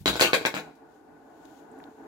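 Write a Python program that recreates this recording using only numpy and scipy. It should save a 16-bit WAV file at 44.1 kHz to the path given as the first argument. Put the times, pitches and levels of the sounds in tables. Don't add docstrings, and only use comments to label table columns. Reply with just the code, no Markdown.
import sys
import numpy as np
from scipy import signal
from scipy.fft import rfft, irfft
from scipy.io import wavfile
from scipy.ndimage import map_coordinates

SR = 44100
rng = np.random.default_rng(int(sys.argv[2]) if len(sys.argv) > 2 else 0)


def put_to_file(sound):
    columns = np.atleast_2d(sound).T
    safe = np.clip(columns, -1, 1)
    whole_steps = np.round(safe * 32767)
    wavfile.write(sys.argv[1], SR, whole_steps.astype(np.int16))


N = 91331
HZ = np.fft.rfftfreq(2 ** 17, 1 / SR)
T = np.arange(SR * 3 // 4) / SR


def amp(db):
    return 10 ** (np.asarray(db) / 20)


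def unit(x):
    return x / np.sqrt(np.mean(x ** 2) + 1e-20)


def along(points, hz=HZ):
    freqs, values = np.transpose(points)
    return np.interp(np.log(hz + 1), np.log(freqs + 1), values)


def curve(points):
    return amp(np.interp(np.arange(N) / SR, *np.transpose(points)))


def bump(hz, octaves):
    return np.exp(-.5 * (np.log2((HZ + 1) / hz) / octaves) ** 2)


def above(hz):
    return 1j * HZ / (hz + 1j * HZ)


def causal(db):
    cepstrum = irfft(db * np.log(10) / 20)
    cepstrum[1:len(cepstrum) // 2] *= 2
    cepstrum[len(cepstrum) // 2:] = 0
    return np.exp(rfft(cepstrum))


def filtered(x, response):
    return irfft(rfft(x, 2 * len(HZ) - 2) * response)[..., :x.shape[-1]]


def lean(x, balance):
    return filtered(x, amp(along(balance) * np.array([[.5], [-.5]])))


def add(track, start_s, x):
    part = track[..., round(start_s * SR):][..., :x.shape[-1]]
    part += x[..., :part.shape[-1]]


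def dying(x, fade_s):
    x = x * 1000 ** (-T / fade_s)
    return x / np.linalg.norm(x, axis=-1, keepdims=True)


# (frequency [Hz], likeness [1 = the same])
LIKENESS = [(100, 0.35), (250, 1), (600, 0.46), (1050, 0.29), (1500, 0.44), (3000, -0.17), (15000, 0.49)]


def room_noise(size):
    likeness = along(LIKENESS, np.fft.rfftfreq(size, 1 / SR))
    angle = np.arccos(np.clip(likeness, -1, 1)) / 2
    white = rfft(rng.standard_normal((2, size)))
    mid, side = irfft(white * [np.cos(angle), np.sin(angle)], size)
    return np.array([mid + side, mid - side])


def steady_noise(tone_db):
    return unit(filtered(room_noise(N), amp(tone_db)))


# (frequency [Hz], level [dB])
DRONE_TONE = [(18, -45.5), (30, -26.5), (49, -16.5), (129, -19.5), (156, -9.5), (184, -18.5), (282, -3.5),
              (408, -11.5), (439, 1), (491, -13.5), (779, -6), (1170, -17), (1520, -28), (1660, -20),
              (2500, -36.5), (3250, -50.5), (5500, -120)]
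# (frequency [Hz], width [Hz], boost [dB])
DRONE_PEAKS = [(295, 180, 6), (435, 15, 2), (778, 360, 3), (1484, 120, 19)]
# (time [s], level [dB])
DRONE_LEVEL = [(0, -67), (.3, -54), (.68, -45.5), (.76, -58.5), (.83, -51.5), (1.03, -54), (1.15, -51.5),
               (1.39, -53.5), (1.44, -50), (1.52, -50.5), (1.67, -51), (1.72, -50), (1.89, -47.5),
               (1.94, -55.5), (2, -47.5)]


def household_drone(waver_db=1.5, wavers_per_s=14):
    peaks = sum(db / (1 + (2 * (HZ - hz) / width) ** 2) for hz, width, db in DRONE_PEAKS)
    drone = steady_noise(along(DRONE_TONE) + peaks) * curve(DRONE_LEVEL)
    waver = map_coordinates(rng.standard_normal(80), [np.arange(N) * wavers_per_s / SR], mode="wrap")
    return drone * amp(waver_db * waver)


# (frequency [Hz], level [dB])
HISS_TONE = [(1180, -25), (2000, -0.5), (2640, -2), (3340, -10.5), (4340, -6), (6820, -9), (13600, -11),
             (16000, -26.5)]


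def hiss(level_db=-79.5):
    return amp(level_db) * steady_noise(along(HISS_TONE))


# (frequency [Hz], level [dB])
RUMBLE_TONE = [(30, -22), (90, 8), (230, -3), (400, -20), (1000, -33)]
# (time [s], level [dB])
RUMBLE_LEVEL = [(0, -46.5), (.015, -43), (.04, -52.5), (.3, -55), (.7, -75.5)]


def rumble():
    return steady_noise(along(RUMBLE_TONE)) * curve(RUMBLE_LEVEL)


# (frequency [Hz], level [dB])
RUSTLE_TONE = [(1500, -12.5), (2800, -1), (4500, -4.5), (5600, -5), (7000, 2.5), (8300, -9), (9600, -9),
               (12000, -7.5), (16000, -13)]
# (time [s], level [dB])
RUSTLE_LEVEL = [(.8, -87.5), (.95, -73), (1.03, -82), (1.25, -78.5), (1.47, -68.5), (1.59, -67),
                (1.67, -76.5), (1.82, -71.5), (1.93, -74), (2.07, -73.5)]


def clothes_rustle():
    return steady_noise(along(RUSTLE_TONE)) * curve(RUSTLE_LEVEL)


# (time [s], level [dB], pitch [Hz], width [octaves], fade time [s])
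TICKS = [(.752, -69, 6000, .9, .15), (1.453, -55, 4000, 1, .025), (1.714, -63, 7800, .2, .04),
         (1.787, -65, 9000, .4, .06), (1.802, -50, 1800, .35, .02), (1.840, -46, 3100, .35, .009)]


def ticks():
    out = np.zeros((2, N))
    for start_s, db, hz, octaves, fade_s in TICKS:
        band = unit(filtered(room_noise(len(T)), bump(hz, octaves)))
        add(out, start_s, amp(db) * band * 1000 ** (-T / fade_s))
    return out


# (frequency [Hz], left minus right [dB])
QUIET_BALANCE = [(60, 5.5), (120, -1), (240, -2.5), (480, 0), (950, 2), (1890, 6), (3770, 15), (7520, 4),
                 (15000, 8.0)]


def background():
    return lean(household_drone() + hiss() + rumble() + clothes_rustle() + ticks(), QUIET_BALANCE)


def straight_path(click, dull_hz, direct_db=-1.5, scatter_db=-3.5):
    scatter = filtered(dying(room_noise(len(T)), fade_s=.042), above(1000))
    low_pass = 1 / (1 + 1j * np.sqrt(2) * HZ / dull_hz - (HZ / dull_hz) ** 2)
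    return filtered(amp(direct_db) * click + amp(scatter_db) * scatter, low_pass)


# (frequency [Hz], fade time [s])
ROOM_FADE = [(100, 0.94), (400, 0.48), (1500, 0.46), (4000, 0.48), (15000, 0.47)]


def room_tail(swell, level_db=-12):
    hz, t, spectrum = signal.stft(room_noise(len(T)), SR, nperseg=256)
    fade = 1000 ** (-t / along(ROOM_FADE, hz)[:, None])
    tail = swell * signal.istft(spectrum * fade, nperseg=256)[1][:len(T)].reshape(2, -1)[:, :len(T)]
    return amp(level_db) * tail / np.linalg.norm(tail[0])


# (delay [s], level [dB])
ECHOES = [(.0086, -4), (0.0166, -7.5)]


def room(dull_hz, echo_db, right_lead_s=.00021, swell_s=.0093):
    pulse = 1. * (np.arange(len(T)) == SR // 2000)
    click = filtered(pulse, np.exp(1j * np.pi * HZ * right_lead_s * np.array([[-1], [1]])))
    near = straight_path(click, dull_hz)
    for delay_s, db in ECHOES:
        smeared = click + amp(-3) * dying(room_noise(len(T)), fade_s=.014)
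        add(near, delay_s, amp(db + echo_db) * filtered(smeared, above(730)))
    swell = 1 - np.exp(-(T / swell_s) ** 2)
    tail = room_tail(swell)
    dense_echoes = dying(swell * room_noise(len(T)), fade_s=.15)
    return near + dense_echoes, tail


def ring(notes, vary_db=4, detune=.0044, slip_cycles=.09):
    out = np.zeros(len(T))
    for hz, db, fade_s in notes:
        louder, sharper, ahead = rng.standard_normal(3)
        wave = np.cos(2 * np.pi * (hz * (1 + detune * sharper) * T + slip_cycles * ahead))
        out += amp(db + vary_db * louder) * dying(wave, fade_s)
    return out


# (pitch [Hz], level [dB], fade time [s])
FLOOR_NOTES = [(157.5, -36.5, 0.42), (201.3, -25.5, .18), (284, -28, 0.18), (312.6, -24.5, 0.14)]
# (pitch [Hz], level [dB], fade time [s])
BOARD_NOTES = [(58, -36.5, .4), (102, -44.5, 0.34), (120, -29.5, 0.2)]


def floor_thump(thump_db, thud_db, spread=.3033, carpet_s=.0016):
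    thump = ring(FLOOR_NOTES) + spread * np.array([[1], [-1]]) * ring(FLOOR_NOTES)
    thud = ring(BOARD_NOTES)
    return (amp(thump_db) * thump + amp(thud_db) * thud) * (1 - np.exp(-T / carpet_s))


# (pitch [Hz], level [dB], fade time [s])
BLOCK_NOTES = [(338.5, -32, .09), (453.8, -25, 0.061), (529, -34.5, .09), (640, -25, .08), (900, -25, .07),
               (1084, -23, 0.076), (1489, -15.5, 0.062), (1607, -22.5, 0.1), (2172, -19, .07),
               (2360, -20.5, 0.02), (2432, -29.5, 0.024), (2584, -29, 0.078), (3270, -23, .03),
               (3897, -21, .03)]


def block_strike(buzz_db=-3.5):
    click = T == 0
    buzz = filtered(dying(rng.standard_normal(len(T)), fade_s=.012), above(1200))
    return click + amp(buzz_db) * buzz + ring(BLOCK_NOTES)


# (frequency [Hz], level [dB])
CONTACT_TONE = [(30, -31), (60, -24), (130, -5), (250, -2), (700, 1.5), (1100, -2.5), (2400, -6),
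                (4500, -6.5), (5600, -13.5), (6500, -9), (7700, -13), (8900, -22), (11000, -16.5),
                (14000, -21), (16000, -19.5)]
# (frequency [Hz], left minus right [dB])
BLOCK_BALANCE = [(200, -1.7), (700, 0.7), (1400, 0.5), (2500, 4), (5000, 4), (9000, 8.5), (15000, 6)]
# (time [s], level [dB], floor thump [dB], deep thud [dB], hollow boom [dB], midrange [dB],
# clack [dB], clack pitch [Hz], brightness [dB], direct sound dulled above [Hz], echo boost [dB])
BLOWS = [(0.0582, 10.5, 13, -0.5, 6.5, -1.5, 13, 3800, -3, 11960, -7),
         (0.0784, 10, 3, 8, -2.5, 0, 9, 3650, 0.5, 9000, -9.5),
         (.13, -1.5, 17.5, 18, 2, -1.5, 10, 3820, -2, 4000, -3),
         (0.1558, 2.5, 3, 8, 2.5, -2, 3, 4230, 1.5, 5000, -8),
         (.196, 7, -13, -15.5, -5, 2.5, 8, 1600, 11.5, 4000, -3),
         (0.2101, 16.5, -8.5, -4, 8, -1.5, 2.5, 3850, 5, 4500, -4),
         (0.224, 5, -10, -15, 4, 2.5, 13, 2850, 4.5, 9070, -4),
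         (.248, 6.5, 1, 2, 4.5, 1, 11, 2700, -2, 4000, -4.5),
         (0.2648, 1, -2.5, -2.5, -2, 1, 13, 2880, -7.5, 4000, -1),
         (0.287, -8.5, 6, -14, -6.5, -9.5, 26, 1280, -10, 3900, 0.5),
         (.332, 14.5, -3.5, -10, 6, 4.5, 3.5, 4100, -1.5, 4000, -6),
         (0.4106, -3, 9.5, 3, 11.5, 0, -3, 1460, -14, 4000, -6),
         (.4513, 9.5, 5, -7, 2, 6, 4, 3440, -2, 3300, 0),
         (.5408, 1, 12.5, -14, -1, 0, 4.5, 6500, 0, 4200, -2),
         (0.566, 3, 6, -20, -6.5, 7.5, -5.5, 2175, -10.5, 2500, -4.5),
         (.589, -7.5, 9.5, -15, 5, -14, 4, 854, -11, 1500, 3)]


def toppling_blocks(boom_hz=425, mid_hz=1973, bright_hz=5870, tail_share=.64):
    out = np.zeros((2, N))
    treble = HZ ** 2 / (HZ ** 2 + bright_hz ** 2)
    for (start_s, db, thump_db, thud_db, boom_db, mid_db,
         clack_db, clack_hz, bright_db, dull_hz, echo_db) in BLOWS:
        strike = block_strike()
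        tone_db = along(CONTACT_TONE) + mid_db * bump(mid_hz, octaves=.39) + bright_db * treble
        accent_db = boom_db * bump(boom_hz, octaves=.28) + clack_db * bump(clack_hz, octaves=.2)
        near, tail = room(dull_hz, echo_db)
        for path, share in (near, 1), (tail, tail_share):
            shaped = filtered(strike, causal(tone_db + share * accent_db))
            add(out, start_s, amp(db) * signal.fftconvolve(shaped[None], path, axes=1))
        add(out, start_s, amp(db) * floor_thump(thump_db, thud_db))
    return lean(out, BLOCK_BALANCE)


def scene():
    return toppling_blocks() + background()


def record(dry, low_cut_hz=45, peak_limit=.8, top_hz=15900):
    thinned = signal.sosfilt(signal.butter(3, low_cut_hz, "high", fs=SR, output="sos"), dry)
    rounded = thinned / (1 + (thinned / peak_limit) ** 4) ** (1 / 4)
    return filtered(rounded, 1 / np.sqrt(1 + (HZ / top_hz) ** 300))


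dry = scene()
out = record(dry)
put_to_file(out)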